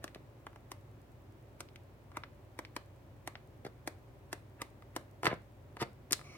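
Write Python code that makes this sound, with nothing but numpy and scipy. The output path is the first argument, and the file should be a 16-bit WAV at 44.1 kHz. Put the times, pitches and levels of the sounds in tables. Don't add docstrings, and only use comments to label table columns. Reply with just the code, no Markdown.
import sys
import numpy as np
from scipy import signal
from scipy.fft import rfft, irfft, next_fast_len
from scipy.io import wavfile

SR = 44100
rng = np.random.default_rng(int(sys.argv[2]) if len(sys.argv) > 2 else 0)


def materialize(psi):
    bounded = np.clip(np.atleast_2d(psi).T, -1, 1)
    quanta = np.round(bounded * 32767).astype(np.int16)
    wavfile.write(sys.argv[1], SR, quanta)


N = 280961
TIME = np.arange(N) / SR


def from_db(db):
    return 10 ** (np.asarray(db) / 20)


def rms_one(x):
    return x / np.sqrt(np.mean(x ** 2) + 1e-20)


def at_bins(points, size):
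    hz, value = np.transpose(points)
    bin_hz = np.arange(size // 2 + 1) * SR / size
    return np.interp(np.log(bin_hz + 1), np.log(hz), value)


def colour(x, spectrum):
    size = x.shape[-1]
    return irfft(rfft(x) * from_db(at_bins(spectrum, size)), size)


def diffuse(spectrum, size):
    # f/Hz, likeness from 0 to 1
    likeness = [(50, 1), (300, 0.82), (700, 0.49), (1500, 0), (3000, 0), (16000, 0)]
    padded = next_fast_len(size)
    mid, side = rfft(rng.standard_normal((2, padded)))
    alike = np.clip(at_bins(likeness, padded), 0, 1)
    pair = np.sqrt((1 + alike) / 2) * mid + np.sqrt((1 - alike) / 2) * side * [[1], [-1]]
    return irfft(pair * from_db(at_bins(spectrum, padded)), padded)[:, :size]


def resonate(x, hz, width_hz):
    radius = np.exp(-np.pi * width_hz / SR)
    feedback = [1, -2 * radius * np.cos(2 * np.pi * hz / SR), radius ** 2]
    return signal.lfilter(np.array([1, 0, -1]) * (1 - radius ** 2) / 2, feedback, x + 1e-18)


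def low_pass(x, hz, order=2):
    return signal.sosfilt(signal.butter(order, min(hz, SR / 2 - 1000), fs=SR, output="sos"), x)


def delay(x, s):
    return np.pad(x, (max(round(s * SR), 0), 0))[:N]


def add(track, sound, s):
    start = max(round(s * SR), 0)
    track[..., start:start + sound.shape[-1]] += sound[..., :max(N - start, 0)]


def room_tone():
    # f/Hz, relative level/dB
    air_spectrum = [(100, -25), (160, -3), (240, -0.5), (290, 0), (380, 0), (470, -6.5), (580, 0),
                    (640, -6.5), (1000, -10), (1300, -15), (2200, -19), (4700, -30), (11000, -36.5),
                    (15500, -30.5)]
    rumble_spectrum = [(20, -33), (40, -1.5), (58, -0.5), (72, -4.5), (84, 9), (96, 15), (110, 9.5),
                       (125, 5), (145, 10), (175, -24), (220, -38)]
    # f/Hz, level/dB
    hum_tones = [(59.4, -66), (119.0, -64)]
    air = from_db(-60.5) * rms_one(diffuse(air_spectrum, N))
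    rumble = from_db(-58.5) * rms_one(diffuse(rumble_spectrum, N))
    hum = sum(np.sqrt(2) * from_db(db) * np.sin(2 * np.pi * (hz * TIME + rng.random()))
              for hz, db in hum_tones)
    return air + rumble + hum


def grains(spread_db):
    return rms_one(rng.standard_normal(N) * from_db(spread_db * np.minimum(rng.exponential(1, N), 4)))


def swells(rows, settle_s=0.006):
    out, t = np.zeros(N), np.arange(-SR // 8, SR // 8) / SR
    for s, length_s, db in rows:
        shape = np.exp(-np.where(t < 0, (t / length_s) ** 2, t / settle_s))
        add(out, from_db(db) * shape[t >= -s], s + t[0])
    return out


def rustles(rows):
    friction = resonate(grains(spread_db=1.0), hz=470, width_hz=3400)
    return swells(rows) * rms_one(low_pass(friction, 2220, order=3))


def cracks(rows, lead_s, rise_s, fall_s):
    # f/Hz, relative level/dB
    edge_spectrum = [(100, -8), (700, -3.5), (2000, 4.5), (3200, 0.5), (5000, -1.5), (7000, -2.5),
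                     (9000, 0.5), (10800, -6.5), (13000, -7), (16000, -14.5)]
    out, t = np.zeros(N), np.arange(-512, 512) / SR
    shape = np.exp(np.minimum(t / rise_s, -t / fall_s))
    for s, db in rows:
        scatter = rfft(rng.standard_normal(len(t)) * shape)
        even = irfft(scatter / (np.abs(scatter) + 1e-12)) * shape ** 0.25
        burst = rms_one(colour(even, edge_spectrum)) * np.sqrt(np.mean(shape ** 2))
        add(out, from_db(db) * burst, s - lead_s + t[0])
    return out


def slaps(rows, damping, cutoff_ratio):
    out = np.zeros(N)
    for s, db, hz in rows:
        ring = resonate(signal.unit_impulse(2048), hz, damping * hz)
        swing = low_pass(ring, cutoff_ratio * hz, order=3)
        peak = np.argmax(swing)
        add(out, from_db(db) * swing / swing[peak], s - peak / SR)
    return out


def flips():
    # t/s, slap level/dB, edge scrape level/dB, thumb rub level/dB
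    sheets = [(0.0428, -30.5, -34, -62.5), (0.7185, -36.5, -35.5, -71), (1.6068, -35.5, -34, -75),
              (2.1711, -27, -37.5, -56.5), (2.591, -29.5, -36.5, -70), (2.7654, -29, -35.5, -72),
              (3.2762, -30, -33, -71), (3.8763, -27.5, -30.5, -79), (4.3302, -28.5, -30.5, -68),
              (4.6188, -29, -31, -54), (4.9646, -25, -30, -64)]
    rub_s, slap_hz = 0.022, 945
    thud_lag_s, thud_db, thud_hz = 0.00296, -18.5, 299
    edges = [(s, db) for s, _, db, _ in sheets]
    rub = rustles([(s, rub_s, db) for s, *_, db in sheets])
    creep = from_db(-31.5) * cracks(edges, lead_s=0.0011, rise_s=0.032, fall_s=0.0022)
    slip = from_db(-21) * cracks(edges, lead_s=0.0017, rise_s=0.00058, fall_s=0.0018)
    scrape = cracks(edges, lead_s=0.0007, rise_s=0.00069, fall_s=0.00062)
    slap = slaps([(s, db, slap_hz) for s, db, *_ in sheets], damping=0.67, cutoff_ratio=3.08)
    thud = slaps([(s + thud_lag_s, db + thud_db, thud_hz) for s, db, *_ in sheets],
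                 damping=1.0, cutoff_ratio=1.73)
    return rub + creep + slip + scrape + slap + thud


def pops():
    # t/s, ring level/dB, f/Hz, crack level/dB
    buckles = [(0.0789, -36, 1760, -55), (.1475, -32, 2250, -50), (1.6875, -43.5, 2630, -70),
               (1.7593, -36.5, 2260, -53), (2.2362, -30, 1510, -64), (2.6499, -32.5, 2100, -60),
               (2.7654, -25.5, 3340, -62), (3.3543, -30.5, 1600, -76), (5.2558, -15, 1530, -30),
               (5.268, -10, 1400, -37), (5.304, -34, 1290, -66), (6.1359, -30, 1680, -40)]
    ring = slaps([(s, db, hz) for s, db, hz, _ in buckles], damping=0.76, cutoff_ratio=3.6)
    snap = cracks([(s, db) for s, *_, db in buckles], lead_s=0.0001, rise_s=0.00067, fall_s=0.001)
    return low_pass(ring, 5560, order=8) + snap


def ticking(first_s=0.0954, period_s=0.1024):
    onsets = (np.arange(first_s, TIME[-1], period_s) * SR).astype(int)
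    clicks = np.zeros(N)
    clicks[onsets] = from_db(-51.5 + rng.normal(0, 3.4, len(onsets)))
    return resonate(clicks, hz=8500, width_hz=6000)


def hisses(rows):
    # f/Hz, relative level/dB
    fibre_spectrum = [(1500, -14), (4200, 12.5), (6500, 2.5), (9000, -3.0), (16000, -14)]
    return swells(rows) * rms_one(colour(grains(spread_db=1.5), fibre_spectrum))


def landings():
    # t/s, slap level/dB, slide length/s, slide level/dB, hiss level/dB
    falls = [(0.1594, -41.5, 0.0058, -62, -76), (3.651, -36.5, 0.0028, -50.5, -59.5),
             (3.666, -37, 0.0043, -54, -60.5), (5.247, -30, .005, -45, -47),
             (5.2745, -24, 0.019, -35, -45.5), (5.3155, -33.5, 0.02, -43, -73),
             (5.3293, -27.5, .008, -47.5, -70), (5.8178, -26.5, 0.016, -41.5, -46.5),
             (5.8266, -30.5, 0.003, -38, -47)]
    slap_hz, edge_over_hiss_db = 626, 8
    puff_lag_s, puff_db, puff_hz = 0.0018, -11.5, 167.5
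    slide = rustles([(s, length_s, db) for s, _, length_s, db, _ in falls])
    hiss = hisses([(s, length_s, db) for s, _, length_s, _, db in falls])
    edge = cracks([(s, hiss_db + edge_over_hiss_db) for s, *_, hiss_db in falls],
                  lead_s=0.0008, rise_s=0.0014, fall_s=0.00054)
    slap = slaps([(s, db, slap_hz) for s, db, *_ in falls], damping=0.82, cutoff_ratio=4.0)
    puff = slaps([(s + puff_lag_s, db + puff_db, puff_hz) for s, db, *_ in falls],
                 damping=0.48, cutoff_ratio=3.2)
    return slide + hiss + edge + slap + puff


def creaks(count):
    when, strength = rng.random((count, 2)).T
    clicks = np.zeros(N)
    clicks[(when * N).astype(int)] = from_db(-70 + 12 * strength)
    return resonate(clicks, hz=1900, width_hz=1800)


def taps(knock_hz=904, crack_db=-19.5):
    # t/s, level/dB
    touches = [(.4682, -31.5), (.5312, -50), (0.5607, -41.5), (2.1179, -45.5), (4.8237, -43.5),
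               (5.2335, -22), (5.2464, -38), (5.341, -35), (5.7695, -33.5), (6.1933, -39), (6.214, -39)]
    knock = slaps([(s, db, knock_hz) for s, db in touches], damping=0.96, cutoff_ratio=4.1)
    crack = cracks([(s, db + crack_db) for s, db in touches],
                   lead_s=0.0003, rise_s=0.0019, fall_s=0.00032)
    return knock + crack


def cover_and_nails():
    # t/s, click level/dB, f/Hz, crack level/dB
    contacts = [(6.1098, -39, 2020, -31.5), (6.1226, -11.5, 7900, -26.5), (6.1306, -13, 5240, -18)]
    shut_s, shut_db, shut_hz = 6.1165, -39, 297
    skid_s, skid_db = 0.0024, -18
    thump = slaps([(shut_s, shut_db, shut_hz)], damping=0.3, cutoff_ratio=4.0)
    clicks = slaps([(s, db, hz) for s, db, hz, _ in contacts], damping=0.45, cutoff_ratio=2.2)
    snaps = cracks([(s, db) for s, *_, db in contacts], lead_s=0.0001, rise_s=0.00015, fall_s=0.0006)
    skids = hisses([(s, skid_s, db + skid_db) for s, *_, db in contacts])
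    return thump + clicks + snaps + skids


def palm_stroke(start_s=6.228, attack_s=0.018, rise_db_per_s=28):
    # f/Hz, width/Hz, gain/dB
    cover_modes = [(600, 700, -9), (1110, 150, -7), (2220, 240, 0), (4100, 500, -12), (5450, 500, -12),
                   (9030, 900, -21)]
    friction = grains(spread_db=2.5)
    rub = sum(from_db(db) * resonate(friction, hz, width) for hz, width, db in cover_modes)
    since = TIME - start_s
    envelope = np.clip(since / attack_s, 0, 1) * from_db(-63 + rise_db_per_s * since)
    return rms_one(low_pass(rub, 7600)) * envelope


def at_microphones(x, pan_db, right_lag_s=0.0001):
    # f/Hz, gain/dB, t60/s
    pad_modes = [(122, 9, 0.037), (246, 1.5, 0.049), (337, 6.5, 0.026), (403, 1, 0.057), (611, 1.5, 0.12),
                 (705, 2.5, 0.087)]
    # delay/s, gain/dB
    reflections = [(.0029, -12), (.0059, -18), (.0088, -19)]
    body = sum(from_db(db) * resonate(x, hz, np.log(1000) / (np.pi * t60)) for hz, db, t60 in pad_modes)
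    echoes = low_pass(sum(from_db(db) * delay(x, s) for s, db in reflections), 3100)
    near = x + body + echoes
    return np.array([from_db(pan_db / 2) * near, from_db(-pan_db / 2) * delay(near, right_lag_s)])


def tail(x, spectrum, t60, build_s):
    t = TIME[:SR // 3]
    shape = from_db(-60 * t / t60) * (1 - np.exp(-t / build_s))
    response = diffuse(spectrum, len(t)) * shape / np.sqrt(np.sum(shape ** 2))
    return signal.oaconvolve(x[None], response, axes=1)[:, :N]


def flutter(x, stack_shapes):
    # f/Hz, gain/dB
    sheet_spectrum = [(150, -33), (400, 4.5), (1000, 2), (2000, -2.5), (3200, -9), (5500, 0), (9000, -5.5),
                      (15000, -3)]
    out, step = np.zeros((2, N)), N // stack_shapes + 1
    for start in range(0, N, step):
        ring = tail(x[start:start + step], sheet_spectrum, t60=0.028, build_s=0.00041)
        add(out, ring, start / SR)
    return out


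def room_reverb(x):
    # f/Hz, gain/dB
    room_spectrum = [(150, 2.5), (500, -5), (1000, -10.5), (2000, -9), (3000, -12), (4500, -12.5),
                     (6500, -16.5), (10000, -15), (16000, -16)]
    return tail(x, room_spectrum, t60=0.27, build_s=0.0022)


def scene():
    paper = flips() + landings() + taps() + pops() + creaks(count=30)
    hand = cover_and_nails() + palm_stroke()
    direct = at_microphones(paper, pan_db=1.0) + at_microphones(hand, pan_db=2.2)
    ringing = paper + from_db(-1) * hand
    rings = flutter(ringing, stack_shapes=18) + room_reverb(ringing)
    return direct + rings + room_tone() + ticking()


def record(dry):
    return signal.sosfilt(signal.ellip(10, 0.2, 70, 16400, fs=SR, output="sos"), dry)


dry = scene()
out = record(dry)
materialize(out)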